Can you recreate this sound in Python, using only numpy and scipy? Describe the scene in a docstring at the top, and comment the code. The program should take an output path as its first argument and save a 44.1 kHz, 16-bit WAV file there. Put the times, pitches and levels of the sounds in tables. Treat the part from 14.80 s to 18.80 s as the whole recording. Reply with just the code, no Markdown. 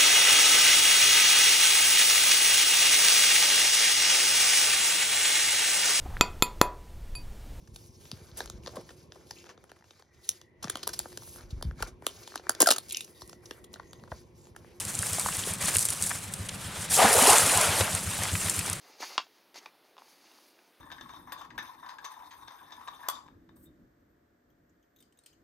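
"""Throwing a cast net at a pond

A cast net is gathered and swung on a leafy bank: mesh rustles, sinkers tick, feet shift in the weeds.
It swishes through the air and its weighted rim lands in spray and bubbles, near side first, then far side.
Leaves brush close by afterwards; a distant one-cylinder pump engine thuds throughout.
Rustle and water are shaped noise and clouds of tiny notes; ticks, plops, gulps and thuds are placed one by one.
Each sound is built as mid (the centre) and side (the left-right difference), then turned into stereo."""
import sys
import numpy as np
from scipy import signal
from scipy.fft import rfft, irfft, next_fast_len
from scipy.io import wavfile
from scipy.ndimage import uniform_filter1d, map_coordinates

SR = 44100
rng = np.random.default_rng(int(sys.argv[2]) if len(sys.argv) > 2 else 0)


def transcribe(u):
    """Save the signal u as a 16-bit wav file named by the first command-line argument.

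    u: samples, shape (n,) or (channels, n), limited to [-1, 1]; the rate is SR.
    q: integer samples, one column per channel.
    """
    v = np.clip(np.atleast_2d(u).T, -1, 1)
    q = np.round(v * 32767).astype(np.int16)
    wavfile.write(sys.argv[1], SR, q)


N = 176400
T = np.arange(N) / SR  # time of every sample, in seconds

# All levels in the tables are relative: later mixing and colouring also change them.
# net and weeds rustling during the swing: start_s, body_level_db, crisp_level_db
SWING_CURVE = [(0, -41, -31.5), (.035, -51.5, -44), (.13, -44.5, -36.5), (.27, -43, -36),
               (.38, -39.5, -33.5), (.56, -43, -37.5), (.66, -45.5, -40), (.73, -38.5, -36.5),
               (.765, -50, -44.5), (.8, -47, -46), (.825, -33, -29.5), (.89, -33.5, -31.5),
               (.935, -39.5, -36), (1.0, -45.5, -30.5), (1.15, -45, -38), (1.25, -44.5, -34),
               (1.38, -46, -40), (1.5, -54.5, -47.5), (1.66, -52, -46)]
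# the open net sweeping through the air: start_s, body_level_db, crisp_level_db
FLIGHT_CURVE = [(1.72, -44, -42), (1.782, -47.5, -46), (1.844, -41.5, -38.5), (1.912, -44, -46),
                (2.032, -39, -34.5), (2.09, -42.5, -47)]
# leaves brushing after the throw: start_s, body_level_db, crisp_level_db
LEAVES_CURVE = [(3.1, -44, -36), (3.15, -40, -35.5), (3.225, -47, -38.5), (3.33, -43.5, -37),
                (3.445, -39.5, -36), (3.5, -41, -40), (3.56, -48, -35), (3.67, -39.5, -33.5),
                (3.73, -44.5, -35), (3.79, -42, -35), (3.83, -47, -41.5), (3.875, -41, -36),
                (3.93, -44, -44), (3.955, -49.5, -43), (4, -52, -48)]
# the rim striking the water: start_s, bubbles_level_db, wash_level_db, spray_level_db
SPLASH_CURVE = [(2.1, -46, -44, -35), (2.116, -42, -33.5, -29), (2.155, -38, -33.5, -24),
                (2.195, -16.5, -25, -29), (2.23, -15.5, -21.5, -28), (2.29, -23.5, -25.5, -29.5),
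                (2.35, -23.5, -29, -27), (2.425, -23.5, -23.5, -24), (2.455, -20.5, -23.5, -25),
                (2.5, -17.5, -21.5, -22.5), (2.54, -17, -24.5, -25.5), (2.58, -28.5, -24.5, -24),
                (2.65, -30, -29.5, -29), (2.84, -26, -27.5, -30), (2.92, -34, -30, -35),
                (3.0, -28, -30.5, -30), (3.04, -35, -32, -36), (3.1, -36, -38.5, -44),
                (3.25, -51, -72, -59)]
# loudness of the engine: start_s, level_db
ENGINE_CURVE = [(0, -36.5), (.45, -38.5), (.6, -36), (.95, -34.5), (1.08, -42), (1.25, -38), (1.38, -39),
                (1.6, -36.5), (2.1, -36.5), (2.55, -36), (2.7, -31.5), (3.15, -29.5), (3.35, -32),
                (3.65, -30.5), (4, -35.5)]
# ticks of sinkers, twigs and drops: start_s, level_db, pitch_hz, chatter_db (mesh chatter against the crack)
TICK_EVENTS = [(0.051, -19, 7540, -7), (.1518, -12, 8070, -20), (0.19, -8, 8000, -15),
               (.2249, -12, 9300, -15), (.268, -14, 9400, -18), (.3316, -11.5, 9400, -10),
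               (0.3968, -7.5, 8950, -13), (.489, -15, 9950, -14), (0.5688, -13, 9790, -14),
               (.7367, -12.5, 9200, -17), (.8106, -18, 8360, -10), (0.858, -10, 8940, -16),
               (0.875, -17, 8940, -9), (.9507, -8, 9000, -10), (0.968, 0.5, 9120, -16),
               (0.984, -6, 9400, -11), (.9917, -5, 8200, -22), (1.009, -16, 7990, -21),
               (1.0266, -11, 8000, -14), (1.0535, -6.5, 9380, -12.5), (1.0868, -8, 8500, -18),
               (1.1035, -8, 9900, -15), (1.224, -5, 8790, -18), (1.239, -10, 8810, -14),
               (1.264, -12, 9320, -23), (1.48, -30, 7400, -20), (1.3115, -25, 6040, -16),
               (1.538, -14.5, 8300, -7), (1.6873, -17.5, 9300, -18), (1.6922, -20.5, 6560, -8.5),
               (2.3293, -6.5, 9600, -7), (2.339, -7, 10500, -8), (2.4236, -8, 8280, -6),
               (2.5013, 0, 8250, -10), (2.531, -4, 7500, -15), (2.583, 1, 7800, -18),
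               (2.6625, -6, 9550, -22), (2.719, -7, 8800, -12), (2.774, -4, 8000, -10),
               (2.8122, -8, 8970, -10), (3.15, -6, 8800, -15), (3.4343, -17, 9360, -3.5),
               (3.6972, -7, 8200, -10), (3.7635, -15, 9780, -20), (3.7912, -21, 9090, 1.5),
               (3.863, -20, 6000, -12), (3.8989, -9, 9200, -17), (3.9302, -15.5, 9650, -4)]
# duller snaps and plops of stems, feet and water: start_s, level_db, pitch_hz
PLOP_EVENTS = [(0.23, -21.5, 1510), (0.384, -23, 684), (.4607, -15.5, 1010), (.4865, -19.5, 1310),
               (.526, -26, 3240), (0.592, -24, 3870), (0.637, -23, 3500), (.671, -26.5, 420),
               (.956, -27, 433), (.957, -15.5, 2340), (1.088, -19.5, 3800), (1.307, -22, 1960),
               (1.313, -19.5, 1310), (1.315, -22, 1950), (1.354, -25.5, 1650), (1.6905, -19.5, 3300),
               (3.007, -11, 910), (3.008, -10, 3020), (3.009, -14.5, 525), (3.013, -16, 1700),
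               (3.078, -18.5, 1300), (3.389, -27, 800), (3.435, -21, 1970), (3.454, -21, 1360),
               (3.553, -16.5, 1990), (3.684, -21, 1750), (3.808, -22, 2100), (3.879, -26, 780)]
# big bubbles where the cavities under the rim close: start_s, level_db, starting_pitch_hz
GULP_EVENTS = [(2.19, -17, 880), (2.222, -15, 564), (2.238, -20.5, 271), (2.243, -17.5, 206),
               (2.352, -10, 454), (2.419, -19, 241), (2.477, -9, 404), (2.492, 0, 810), (2.516, -4, 865),
               (2.53, -12.5, 443), (2.668, -27.5, 254), (2.78, -11, 746), (2.805, -15, 890),
               (2.848, -10, 1390), (2.856, -28, 620)]
# notes of the exhaust: pitch_hz, level_db, fade_by_60_db_s
EXHAUST_NOTES = [(97.6, 5, 0.068), (143, -0.5, 0.066), (198, -13, 0.23)]
# tone of the blurred engine drone: frequency_hz, level_db
DRONE_TONE = [(20, -42), (40, -7), (70, -11.5), (100, 1), (130, -1.5), (180, 0.5), (240, -10), (330, -14.5),
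              (600, -14), (1500, -90)]
# tone of the still outdoor air: frequency_hz, level_db
AIR_TONE = [(100, -40), (300, -17.5), (700, 0), (1500, -0.5), (4000, -5.5), (6500, -23), (9300, -28),
            (12000, -22), (16000, -34)]
# tone of the papery part of a rustle: frequency_hz, level_db
RUSTLE_BODY_TONE = [(100, -11), (300, -3), (600, -2), (1200, 0.5), (2000, -1), (3500, -2), (5500, -8),
                    (8000, -22), (14000, -50)]
# tone of the crisp top of a rustle: frequency_hz, level_db
RUSTLE_CRISP_TONE = [(1500, -55), (4000, -10), (6000, -4), (8000, 1), (9500, 2), (11000, -5),
                     (13000, -10.5), (16000, -20)]
# tone of the churning water: frequency_hz, level_db
WASH_TONE = [(100, -20), (220, -6), (500, -2.5), (1400, 2), (2000, -0.5), (3000, -1), (5000, -7.5),
             (8000, -10.5), (14000, -42)]
# tone of the fine spray: frequency_hz, level_db
SPRAY_TONE = [(1500, -37), (4000, -3), (6000, 0), (8000, 4.5), (9600, 7), (11000, 1.5), (13000, -6),
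              (16000, -17)]
# tone of the mesh chatter around a tick: frequency_hz, level_db
CHATTER_TONE = [(500, -30), (2500, -13), (5000, -3.5), (8000, 1), (9600, 3), (11500, -4.5), (16000, -24)]
# stereo width, as a gain on the side signal: frequency_hz, side_gain_db
STEREO_WIDTH = [(50, -52), (250, -8), (1000, -12.5), (4000, -15.5), (8000, -10.5), (12000, -34.5)]

# the engine fires this often on average, and each thud returns off the bank
FIRST_FIRING_S, FIRING_PERIOD_S = .054, .1283
BANK_ECHO_S, BANK_ECHO_DB = 0.01124, 4.5
AIR_DB = -49
SPLASH_SIDE_DB, AIR_SIDE_DB = -2, 8  # side level: the splash a little narrower, the air wider
BUBBLE_DB, WASH_DB, PLINK_DB, SPRAY_DB = -3, -0.5, -8, 3.5  # balance of the splash
FROTH_DB, FROTH_PER_S = 0.6, 80  # quick swings in the level of wash and spray
TOP_HZ = 15900  # nothing is kept above this


def amp(db):
    """Turn decibels into a gain."""
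    return 10 ** (np.asarray(db) / 20)


def unit(x):
    """Scale to an average (rms) strength of 1."""
    return x / np.sqrt(np.mean(x ** 2) + 1e-20)


def place(x, side):
    """Make mid and side from x, with the given gain on the side."""
    return x * np.array([[1], [side]])


def fade_60(age):
    """Natural dying away: 60 dB quieter when age reaches 1."""
    return np.exp(-np.log(1000) * age)


def gains(rows, fade_s=.03):
    """A smooth gain for each level column, fading out beyond the first and last times."""
    times, *columns = np.transpose(rows)
    gate = np.clip(1 + np.minimum(T - times[0], times[-1] - T) / fade_s, 0, 1)
    return [gate * amp(np.interp(T, times, column)) for column in columns]


def wobble(rate):
    """A smooth random curve through this many random values a second."""
    return map_coordinates(rng.standard_normal(4000), [T * rate], mode="wrap")


def filtered(x, response):
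    """Multiply each frequency in x by its response."""
    m = next_fast_len(N + SR // 2)  # spare room at the end
    return irfft(rfft(x, m) * response(np.fft.rfftfreq(m, 1 / SR)), m)[..., :N]


def colour(x, tone):
    """Give x the tone of a frequency and level table."""
    f, db = np.transpose(tone)
    return filtered(x, lambda hz: amp(np.interp(np.log(hz + 1), np.log(f), db)))


def add(out, s, x):
    """Mix x into out at time s."""
    i = max(0, round(s * SR))
    out[..., i:i + x.shape[-1]] += x[..., :N - i]


def patches(x, patchy_db):
    """Brief random resonances: each moment favours its own frequencies."""
    z = signal.stft(x, nperseg=512)[2]
    field = rng.standard_normal(z.shape[1:])
    field = uniform_filter1d(uniform_filter1d(field, 5, 0), 3, 1)  # blur over frequency, then time
    return unit(signal.istft(z * amp(patchy_db * unit(field)), nperseg=512)[1][:, :N])


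def crackle(tone, rate, spread_db, hiss_db):
    """Tiny impacts of uneven size, about rate of them a second, over a smooth hiss."""
    hit = rng.random(N) < rate / SR
    size = amp(spread_db * np.minimum(rng.exponential(size=N), 3.5))
    grains = unit(hit * size * np.sign(rng.standard_normal((2, N))))
    hiss = amp(hiss_db) * rng.standard_normal((2, N))
    return unit(colour(patches(grains + hiss, patchy_db=2.0), tone))


def pings(rows, count, centre_hz, octaves, cycles, rise, spread_db):
    """A cloud of brief damped notes, bubbles or snapping fibres, over the time span of a curve."""
    chance, normal = rng.random((count, 3)), rng.standard_normal((count, 3))
    t = np.arange(SR // 25) / SR
    start, span = rows[0][0], rows[-1][0] - rows[0][0]
    hz = np.clip(centre_hz * 2 ** (octaves * normal[:, :1]), 150, SR / 4)
    age = t * hz / (cycles * np.exp(0.51 * normal[:, 1:2]))
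    # the pitch climbs by the fraction rise while the note dies away
    ring = np.sin(2 * np.pi * hz * t * (1 + rise * np.minimum(age, 1) / 2))
    ring *= fade_60(age) * (1 - np.exp(-hz * t))
    ring *= amp(spread_db * chance[:, 1:2]) * np.sign(chance[:, 2:] - .5) * np.sqrt(hz / centre_hz)
    # one note in each equal slice of the span, at a random place inside it
    begin = start + span * (np.arange(count)[:, None] + chance[:, :1]) / count
    at = np.abs((begin + t) * SR).astype(int).ravel()
    pans = (1, 1.85 * np.tanh(normal[:, 2:]))  # mid, side
    cloud = np.array([np.bincount(at, (ring * pan).ravel(), N)[:N] for pan in pans])
    return unit(cloud) * np.sqrt(span * SR / N)


def outdoor_air():
    """Still outdoor air: a steady, wide, soft noise."""
    air = amp(AIR_DB) * unit(colour(rng.standard_normal((2, N)), AIR_TONE))
    return place(air, amp(AIR_SIDE_DB))


def engine(drone_db=-10, follows=0.51, jitter_s=0.0028, rise_s=0.0044):
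    """Each firing rings the exhaust and returns off the bank; scattered echoes blur into a drone."""
    level, = gains(ENGINE_CURVE)
    thuds, t = np.zeros(N), np.arange(SR // 6) / SR
    for s in np.arange(FIRST_FIRING_S, N / SR - .02, FIRING_PERIOD_S):
        thud = np.zeros(len(t))
        for hz, db, t60 in EXHAUST_NOTES:
            strength = amp(db + rng.normal(0, 2.5))  # no two firings are alike
            thud -= strength * np.sin(2 * np.pi * hz * t) * fade_60(t / t60)
        thud *= 1 - np.exp(-t / rise_s)
        s += jitter_s * rng.normal()
        add(thuds, s, thud)
        add(thuds, s + BANK_ECHO_S, amp(BANK_ECHO_DB) * thud)
    thuds = signal.sosfilt(signal.butter(2, 50, "high", fs=SR, output="sos"), thuds)
    # the drone follows the loudness of the engine only partly
    drone_level = level.mean() * (level / level.mean()) ** follows
    drone = unit(colour(rng.standard_normal((2, N)), DRONE_TONE)) * drone_level
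    return place(level * thuds, 0) + amp(drone_db) * drone


def rustle(rows, body_db, crisp_db, rate, spread_db, flutter_db):
    """Mesh and leaves slipping in small jerks: a papery body and a crisp top."""
    body, crisp = gains(rows)
    jerks = amp(flutter_db * wobble(70))
    low = amp(body_db + 0.4 * wobble(45)) * body * crackle(RUSTLE_BODY_TONE, rate, spread_db, hiss_db=-1)
    high = amp(crisp_db) * crisp * crackle(RUSTLE_CRISP_TONE, rate, spread_db, hiss_db=-2)
    return jerks * (low + high)


def stems(rows, count, level_db):
    """Small pitched snaps of stems and fibres that follow the level of a rustle."""
    body, _ = gains(rows)
    snaps = pings(rows, count, centre_hz=2910, octaves=0.554, cycles=14.6, rise=0, spread_db=1)
    return amp(level_db) * body * snaps


def ticks(peak_s=0.00085, crack_s=0.00015, lead_s=0.0055, swell_s=0.0014, chatter_s=0.0033):
    """Each tick is a crack of a few cycles inside a short chatter of mesh."""
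    cracks, chatter, t = np.zeros((2, N)), np.zeros((2, N)), np.arange(SR // 25) / SR
    u = t - peak_s
    # the chatter swells for lead_s, then dies away
    swell = np.exp(np.minimum((t - lead_s) / swell_s, (lead_s - t) / chatter_s))
    for s, db, hz, chatter_db in TICK_EVENTS:
        crack = np.exp(-np.abs(u) / crack_s) * np.sin(2 * np.pi * hz * u + 2 * np.pi * rng.random())
        add(cracks, s, amp(db) * place(crack, rng.uniform(-1, 1)))
        noise = rng.standard_normal((2, len(t)))
        # started early, so that it peaks together with the crack
        add(chatter, s + peak_s - lead_s, amp(db + chatter_db) * swell * noise)
    return cracks + colour(chatter, CHATTER_TONE)


def plops(cycles=10, rise_cycles=0.42, scuff_db=-8, scuff_s=0.0038):
    """A quickly damped note with a scuff of noise around its pitch."""
    out, t = np.zeros((2, N)), np.arange(SR // 25) / SR
    for s, db, hz in PLOP_EVENTS:
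        note = np.sin(2 * np.pi * hz * t) * fade_60(t * hz / cycles)
        band = signal.butter(2, [hz * 0.59, min(hz * 1.46, SR / 3)], "band", fs=SR)
        scuff = unit(signal.lfilter(*band, rng.standard_normal((2, len(t))))) * np.exp(-t / scuff_s)
        rise = 1 - np.exp(-t * hz / rise_cycles)
        add(out, s, amp(db) * rise * (place(note, rng.uniform(-1, 1)) + amp(scuff_db) * scuff))
    return out


def splash():
    """Sinkers pierce the surface: spray at once, then the gurgle of closing cavities and falling drops."""
    gurgle, wash, spray = gains(SPLASH_CURVE, fade_s=0.0046)
    bubbles = pings(SPLASH_CURVE, count=1000, centre_hz=814, octaves=0.434, cycles=17.3, rise=0.11,
                    spread_db=8.5)
    plinks = pings(SPLASH_CURVE, count=550, centre_hz=1897, octaves=0.558, cycles=24, rise=0.32,
                   spread_db=9)
    churn = crackle(WASH_TONE, rate=2100, spread_db=3.0, hiss_db=1.5)
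    water = wash * (amp(WASH_DB) * churn + amp(PLINK_DB) * plinks)
    drops = amp(SPRAY_DB) * spray * crackle(SPRAY_TONE, rate=3000, spread_db=4, hiss_db=1)
    froth = amp(FROTH_DB * wobble(FROTH_PER_S))
    return amp(BUBBLE_DB) * gurgle * bubbles + froth * (water + drops)


def gulps(cycles=22, rise_per_s=3.2, swell_s=0.004):
    """Each big bubble swells into a short note of rising pitch."""
    out, t = np.zeros((2, N)), np.arange(SR // 8) / SR
    for s, db, hz in GULP_EVENTS:
        note = np.sin(2 * np.pi * hz * t * (1 + rise_per_s * t / 2))
        note *= fade_60(t * hz / cycles) * (1 - np.exp(-t / swell_s))
        add(out, s, amp(db) * place(note, rng.uniform(-1.1, 1)))
    return out


def scene():
    """All sources over still outdoor air, in a narrow stereo image."""
    swing = rustle(SWING_CURVE, body_db=0, crisp_db=1, rate=1300, spread_db=1, flutter_db=2.5)
    flight = rustle(FLIGHT_CURVE, body_db=-0.5, crisp_db=-0.5, rate=5000, spread_db=4.5, flutter_db=1.5)
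    leaves = rustle(LEAVES_CURVE, body_db=4.0, crisp_db=1.5, rate=1800, spread_db=2.5, flutter_db=0.57)
    weeds = stems(SWING_CURVE, count=130, level_db=-7.5) + stems(LEAVES_CURVE, count=160, level_db=-5)
    water = place(splash() + gulps(), amp(SPLASH_SIDE_DB))
    net_and_leaves = swing + flight + leaves + weeds
    mid, side = outdoor_air() + engine() + net_and_leaves + ticks() + plops() + water
    side = colour(side, STEREO_WIDTH)
    return np.array([mid + side, mid - side]) * amp([[.25], [-.25]])  # left slightly louder, in dB


def record(dry):
    """Cut everything above the band limit and round off the highest peaks."""
    x = filtered(dry, lambda hz: hz < TOP_HZ)
    rounded = x / (1 + np.abs(x / .92) ** 8) ** (1 / 8)
    return filtered(rounded, lambda hz: hz < TOP_HZ)


dry = scene()
out = record(dry)
transcribe(out)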